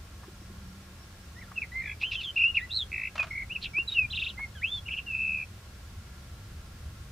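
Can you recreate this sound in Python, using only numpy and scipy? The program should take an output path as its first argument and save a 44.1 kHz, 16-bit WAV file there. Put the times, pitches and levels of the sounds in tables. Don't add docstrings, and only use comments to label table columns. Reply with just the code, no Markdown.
import sys
import numpy as np
from scipy import signal
from scipy.fft import rfft, irfft
from scipy.io import wavfile
from scipy.ndimage import uniform_filter1d

SR = 44100
rng = np.random.default_rng(int(sys.argv[2]) if len(sys.argv) > 2 else 0)


def waveform_to_disk(signal):
    frames = np.transpose(np.atleast_2d(signal))
    scaled = np.clip(frames, -1, 1) * 32767
    samples = np.round(scaled).astype(np.int16)
    wavfile.write(sys.argv[1], SR, samples)


N = 313900
TIME = np.arange(N) / SR
FREQS = np.maximum(np.fft.rfftfreq(N, 1 / SR), 1)


def from_db(db):
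    return 10 ** (np.asarray(db) / 20)


def unit_rms(x):
    return x / np.sqrt(np.mean(x ** 2) + 1e-20)


def at_hz(points, hz):
    point_hz, values = np.transpose(points)
    return np.interp(np.log(hz), np.log(point_hz), values)


def drift(rate_hz):
    return unit_rms(irfft(rfft(rng.standard_normal(N)) / (1 + (FREQS / rate_hz) ** 2), N))


def resonate(x, hz, width_hz):
    r = np.exp(-np.pi * width_hz / SR)
    feedback = [1, -2 * r * np.cos(2 * np.pi * hz / SR), r * r]
    return signal.lfilter(np.array([1, 0, -1]) * (1 - r * r) / 2, feedback, x + 1e-18)


# frequency in Hz, left-right likeness from 0 to 1.
STEREO_LIKENESS = [(60, 1.0), (130, 1.0), (290, 1), (640, 0.82), (1410, 0.48), (3100, 0.076), (6820, 0.077),
                   (15000, 0.01)]

def stereo_noise(spectrum):
    mid, side = rfft(rng.standard_normal((2, N)))
    alike = np.clip(at_hz(STEREO_LIKENESS, FREQS), 0, 1)
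    channels = np.sqrt(1 + alike) * mid + np.sqrt(1 - alike) * side * [[1], [-1]]
    return unit_rms(irfft(channels * from_db(at_hz(spectrum, FREQS)), N))


# frequency in Hz, relative level in dB.
AIR_COLOUR = [(150, -42), (250, -4), (353, -4), (442, -7), (583, -7.5), (913, -10), (1270, -9.5),
              (1380, -6), (1510, -10), (1920, -10.5), (5040, -13.5), (5410, -14), (15500, -24)]

def still_air(level_db=-54.5):
    return from_db(level_db) * stereo_noise(AIR_COLOUR)


def narrow_noise(hz, width_hz):
    once = resonate(stereo_noise(AIR_COLOUR), hz, width_hz)
    return unit_rms(resonate(once, hz, width_hz))


# frequency in Hz, relative level in dB.
RUMBLE_COLOUR = [(11, -33), (18, -15), (54, -2), (76, 2), (134, -9.5), (198, -14), (230, -17), (280, -31),
                 (360, -46), (620, -120)]

def rumble(start_db=-47.5, rise_db_per_s=0.3845, waver_db=1.5):
    return from_db(start_db + rise_db_per_s * TIME + waver_db * drift(2)) * stereo_noise(RUMBLE_COLOUR)


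# pitch in Hz, resonance width in Hz, level in dB.
RINGING_BANDS = [(1084, 60, -71), (1375, 130, -68.5), (1645, 88, -70)]

def far_ringing(waver_db=2):
    return sum(from_db(db + waver_db * drift(2.3)) * narrow_noise(hz, width_hz)
               for hz, width_hz, db in RINGING_BANDS)


# centre of a swell in seconds, half length in seconds, pitch in Hz, level in dB.
FAR_SWELLS = [(.67, 0.28, 191, -56.5), (1.395, 0.29, 186.8, -60.5), (3.505, 0.56, 190.4, -63.5),
              (5.245, 0.18, 200.2, -56.5)]

def far_drone(rest_db=-67, waver_db=1.0, waver_hz=5):
    swell = from_db(rest_db) + sum(from_db(db) * np.exp(-((TIME - centre) / half_length) ** 2)
                                   for centre, half_length, _, db in FAR_SWELLS)
    centres, _, hz, _ = np.transpose(FAR_SWELLS)
    pitch = np.interp(TIME, centres, hz) + waver_hz * drift(13.45)
    tone = np.sqrt(2) * np.sin(2 * np.pi * np.cumsum(pitch) / SR)
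    return swell * from_db(waver_db * drift(3.0)) * tone


def insect(pips_per_s=5.2, pitch_hz=5470, level_db=-65, fade_from_s=3.0, fade_db_per_s=2.5):
    chirr = narrow_noise(pitch_hz, width_hz=120)
    turns = pips_per_s * (TIME - .08) + 0.13 * drift(2)
    pips = np.maximum(np.cos(2 * np.pi * turns), 0)
    fade_db = fade_db_per_s * np.maximum(TIME - fade_from_s, 0)
    return from_db(level_db - fade_db + 2 * drift(5.8)) * pips * chirr


def scuffs(events, colour, rise_s, grain_db=3):
    envelope = np.zeros(N)
    for start, db, fade_s in events:
        age = np.maximum(TIME - start, 0)
        envelope += from_db(db) * (1 - np.exp(-age / rise_s)) * np.exp(-age / fade_s)
    noise = stereo_noise(colour)
    centred = unit_rms(noise + 0.58 * noise[::-1])
    return envelope * from_db(grain_db * drift(300)) * centred


# start in seconds, level in dB, fading time in seconds.
CLOSE_TAPS = [(0.233, -42.5, 0.0086), (1.515, -35, 0.006), (2.023, -46, 0.0085), (3.782, -46, 0.0067),
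              (4.39, -37.5, 0.0078)]
# frequency in Hz, relative level in dB.
HOLLOW_COLOUR = [(300, -29), (550, -22), (720, 5.5), (870, -2), (1050, 9.5), (1400, -8), (1750, 6.5),
                 (2400, -19), (8000, -29)]

def taps():
    return scuffs(CLOSE_TAPS, HOLLOW_COLOUR, rise_s=0.0021)


# start in seconds, relative level in dB, pitch in Hz.
DULL_BUMPS = [(0.281, -38, 358), (0.417, -45.5, 316), (0.497, -43.5, 356), (1.04, -49, 338),
              (3.783, -38.5, 346)]

def bumps(gain_db=-3, fade_s=0.0034):
    knocks = np.zeros(N)
    for start, db, hz in DULL_BUMPS:
        age = np.maximum(TIME - start, 0)
        envelope = age / fade_s * np.exp(1 - age / fade_s)
        knocks += from_db(db) * envelope * np.sin(2 * np.pi * hz * age)
    return from_db(gain_db) * knocks


def arc(opening, middle, closing, progress):
    bow = middle - (opening + closing) / 2
    return opening + (closing - opening) * progress + bow * (1 - (2 * progress - 1) ** 2)


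def gestures(notes, attack_s=0.014, release_s=0.016, mid_swell_db=0.5):
    pitch, flow, sounding = np.zeros((3, N))
    for start, length, opening_hz, middle_hz, closing_hz, opening_db, closing_db in notes:
        on = (TIME > start) & (TIME < start + length)
        age = TIME[on] - start
        gate = np.minimum(age / attack_s, 1) * np.minimum((length - age) / release_s, 1)
        gate = np.sin(np.pi / 2 * gate) ** 2
        middle_db = (opening_db + closing_db) / 2 + mid_swell_db
        pitch[on] += gate * arc(opening_hz, middle_hz, closing_hz, age / length)
        flow[on] += gate * from_db(arc(opening_db, middle_db, closing_db, age / length))
        sounding[on] += gate
    on = sounding > 0
    return np.interp(TIME, TIME[on], pitch[on] / sounding[on]), flow


# sung pitch in Hz, relative level of its octave in dB.
THROAT_OCTAVE = [(1500, -1), (1680, -4), (2050, -27), (2350, -34), (2580, -28), (2800, -36), (3200, -29),
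                 (3600, -35), (4300, -31)]

def whistle(notes, bend_hz, pulse, jitter=0.004, shimmer_db=1.78, octave_lift_db=1.0):
    centre, flow = gestures(notes)
    pitch = centre * np.exp(bend_hz / centre)
    pitch *= 1 + jitter * drift(250)
    phase = 2 * np.pi * np.cumsum(pitch) / SR
    octave_gain = from_db(at_hz(THROAT_OCTAVE, pitch) + octave_lift_db)
    tone = np.sin(phase) + octave_gain * np.sin(2 * phase)
    return np.sqrt(2) * flow * pulse * from_db(shimmer_db * drift(100)) * tone


# start and length in seconds,
# opening, middle and closing pitch in Hz, opening and closing level in dB.
LEAD_NOTES = [(1.35, 0.058, 1714, 1925, 2020, -58, -48), (1.408, 0.046, 2450, 1870, 1670, -47, -58),
              (1.55, 0.044, 2950, 2690, 2506, -58.5, -28), (1.611, 0.047, 2840, 2204, 2006, -31, -47),
              (1.712, 0.11, 1885, 2088, 2080, -47, -31.5), (1.81, 0.13, 2100, 2213, 2375, -43.5, -40),
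              (2.005, 0.029, 2450, 2553, 2650, -41, -44), (2.023, 0.092, 2435, 3100, 2915, -29.5, -46.5),
              (2.106, .034, 2980, 2664, 2300, -36, -35), (2.141, .046, 3660, 3210, 3020, -30.5, -43),
              (2.173, .055, 3080, 2990, 2452, -39, -38.5), (2.228, 0.088, 3700, 3200, 3080, -33.5, -38),
              (2.355, 0.11, 2650, 2629, 2830, -33, -25.5), (2.446, 0.077, 2610, 2860, 2740, -30.5, -40),
              (2.54, 0.036, 2400, 2847, 2650, -36.5, -37), (2.565, .047, 2820, 2110, 1800, -14.5, -55),
              (2.6, 0.065, 1724, 1976, 1940, -38.5, -39), (2.698, .087, 3280, 4106, 4000, -38, -22),
              (2.771, 0.07, 4280, 3600, 3140, -27.5, -33.5), (2.911, 0.18, 2344, 2234, 2420, -40.5, -39),
              (3.172, 0.025, 2730, 2714, 2640, -44, -35), (3.187, 0.049, 2630, 2462, 2544, -31, -33),
              (3.3, 0.15, 2064, 2122, 2076, -38, -38), (3.491, 0.05, 2195, 2740, 3020, -44.5, -39),
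              (3.541, 0.031, 3050, 2780, 2220, -42, -31), (3.613, 0.064, 3900, 3354, 2664, -44.5, -36.5),
              (3.729, 0.057, 2270, 2352, 2660, -51, -21.5), (3.776, 0.04, 2520, 2742, 2815, -27.5, -35.5),
              (3.936, .066, 3090, 2763, 2546, -41.5, -25.5), (3.987, .076, 2603, 2492, 2350, -36, -36.5),
              (4.095, .1, 3520, 3297, 3170, -38.5, -32.5), (4.18, .138, 3210, 3117, 3456, -34, -38.5),
              (4.368, 0.096, 1985, 2188, 2058, -44, -38), (4.546, 0.067, 1770, 1557, 1470, -46.5, -59),
              (4.609, 0.045, 1470, 2260, 2730, -47.5, -24.5), (4.641, 0.08, 2493, 3210, 3590, -35.5, -44),
              (4.708, 0.094, 3460, 3535, 3220, -31, -41.5), (4.853, 0.036, 2690, 2890, 2980, -40, -54),
              (4.876, .025, 2790, 2555, 2380, -36, -34.5), (4.901, 0.053, 2395, 2870, 2340, -39.5, -35),
              (4.957, 0.045, 2520, 2878, 2420, -42, -34.5), (5.058, 0.13, 2907, 2610, 2617, -46, -37.5),
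              (5.176, 0.27, 2566, 2546, 2452, -39, -40.5)]
SECOND_NOTES = [(1.83, 0.11, 1990, 1684, 1736, -47.5, -51.5), (2.145, 0.034, 2510, 2685, 2830, -32, -43.5),
                (2.69, 0.049, 2807, 2710, 2660, -45.5, -65), (3.616, 0.045, 4400, 3950, 3603, -37.5, -46),
                (3.872, 0.0358, 3940, 3880, 3470, -29.5, -33), (3.912, 0.031, 3720, 3808, 3650, -35, -29),
                (4.73, .068, 4580, 4420, 3920, -57.5, -55)]

def thrush():
    swing_hz, pulse = trills()
    scatter_hz, hiss = rasps()
    lead = whistle(LEAD_NOTES, swing_hz + scatter_hz, pulse)
    second = whistle(SECOND_NOTES, scatter_hz, np.sqrt(pulse))
    return lead + second + hiss


# echo delay in seconds, left level in dB, right level in dB.
ROCK_FACES = [(.0048, -28, -13.5), (.0087, -6.5, -14), (0.013, -47.5, -26.5), (0.022, -24, -23)]

def hillside(song, scatter_db=-17, scatter_t60_s=0.17, tail_db=-34, tail_t60_s=1.0):
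    t = TIME[:SR // 2]
    paths = np.zeros((2, len(t)))
    paths[:, 0] = 1
    for delay, left_db, right_db in ROCK_FACES:
        paths[:, round(delay * SR)] += from_db([left_db, right_db])
    for level_db, t60 in ((scatter_db, scatter_t60_s), (tail_db, tail_t60_s)):
        decay = np.exp(-np.log(1000) * t / t60) * (t > .002)
        scatter = unit_rms(rng.standard_normal(paths.shape) * decay)
        paths += from_db(level_db) * scatter / np.sqrt(len(t))
    return signal.fftconvolve(song[None], paths, axes=1)[:, :N]


# frequency in Hz, width in Hz, gain in dB.
MIC_RESONANCES = [(2386, 210, 1.5), (2595, 48.6, 13.5), (2765, 28, 6.5)]

def ring_at_microphone(song, gain_db=-1.5, pan_right_db=1.0):
    ringing = sum(from_db(db) * resonate(song, hz, width_hz) for hz, width_hz, db in MIC_RESONANCES)
    panned = song * from_db([[-pan_right_db], [pan_right_db]])
    return from_db(gain_db) * (panned + ringing)


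# start and end in seconds,
# cycles per second, rough pitch swing in Hz, pulsing depth in dB, loudest point of the cycle in turns.
SONG_TRILLS = [(1.608, 1.655, 125, 90, 4, .6), (1.8135, 1.93, 52.6, 260, 9, .5),
               (2.005, 2.032, 140, 260, 3, .5), (2.055, 2.32, 165, 85, 2, .5),
               (2.3338, 2.449, 34.5, 185, 1.5, .3), (2.578, 2.615, 150, 110, 3, .5),
               (2.695, 2.785, 108, 190, 4.5, .5), (2.785, 2.85, 118, 70, 3, .5),
               (2.9135, 2.936, 88, 300, 9, .5), (2.9357, 3.085, 53.8, 370, 10, .5),
               (3.2825, 3.45, 43.9, 110, 4, .3), (3.6118, 3.678, 78, 520, 3, .5),
               (4.0613, 4.32, 22.9, 610, 1.5, .4), (4.12, 4.31, 210, 115, 2.5, .5),
               (4.88, 4.895, 190, 280, 4, .5), (4.915, 4.95, 185, 280, 4, .5),
               (4.974, 5.01, 190, 280, 4, .5), (5.1134, 5.289, 68.3, 95, 3.3, .5),
               (5.289, 5.455, 75, 100, 4.2, .5)]

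def trills(smooth_samples=50):
    swing, pulse_db = np.zeros((2, N))
    for start, end, rate, swing_hz, depth_db, loudest in SONG_TRILLS:
        on = (TIME >= start) & (TIME < end)
        turns = rate * (TIME[on] - start)
        swing[on] += swing_hz * np.sin(np.sin(2 * np.pi * turns) * 1.25)
        pulse_db[on] += depth_db * (np.cos(2 * np.pi * (turns - loudest)) - .6)
    return uniform_filter1d(swing, smooth_samples), from_db(uniform_filter1d(pulse_db, smooth_samples))


# centre and half length in seconds, pitch scatter in Hz, hiss level in dB.
SONG_RASPS = [(2.023, 0.015, 248, -41.5), (2.133, 0.021, 220, -42), (2.224, 0.026, 80, -48.5),
              (2.374, 0.036, 30, -56.5), (2.562, 0.015, 40, -53), (3.638, 0.026, 300, -49),
              (3.928, 0.031, 49.8, -49.5), (4.228, 0.085, 89.7, -54.5)]
# frequency in Hz, relative level in dB.
HISS_COLOUR = [(600, -39), (1500, -23), (2600, 5), (3800, 8.5), (4700, 0.5), (6000, -8), (8000, -30),
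               (14000, -37)]

def rasps(chaos_hz=700, grain_db=3):
    scatter, envelope = np.zeros((2, N))
    for centre, half_length, scatter_hz, hiss_db in SONG_RASPS:
        harshness = np.exp(-((TIME - centre) / half_length) ** 2)
        scatter += scatter_hz * harshness
        envelope += from_db(hiss_db) * harshness
    scatter *= drift(chaos_hz)
    hiss = envelope * from_db(grain_db * drift(190)) * stereo_noise(HISS_COLOUR)[0]
    return scatter, hiss


# start in seconds, relative level in dB, fading time in seconds.
CLOSE_RUSTLE = [(3.154, -29.5, 0.0093), (3.178, -36, 0.015), (3.196, -30.5, 0.01), (3.226, -30, 0.015),
                (3.268, -42, 0.019)]
# frequency in Hz, relative level in dB.
DRY_COLOUR = [(300, -22), (500, -21), (650, 6), (830, -6.5), (1100, 6), (1800, 1), (2600, -1), (4000, -6.5),
              (6500, -16), (12000, -37)]

def rustle(gain_db=-4.0):
    return from_db(gain_db) * scuffs(CLOSE_RUSTLE, DRY_COLOUR, rise_s=0.0019)


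def scene():
    close = rustle() + taps() + bumps()
    bird = ring_at_microphone(hillside(thrush()))
    distance = insect() + still_air() + rumble() + far_ringing() + far_drone()
    return close + bird + distance


def record(dry, cutoff_hz=15600):
    return irfft(rfft(dry) / (1 + (FREQS / cutoff_hz) ** 300), N)


dry = scene()
out = record(dry)
waveform_to_disk(out)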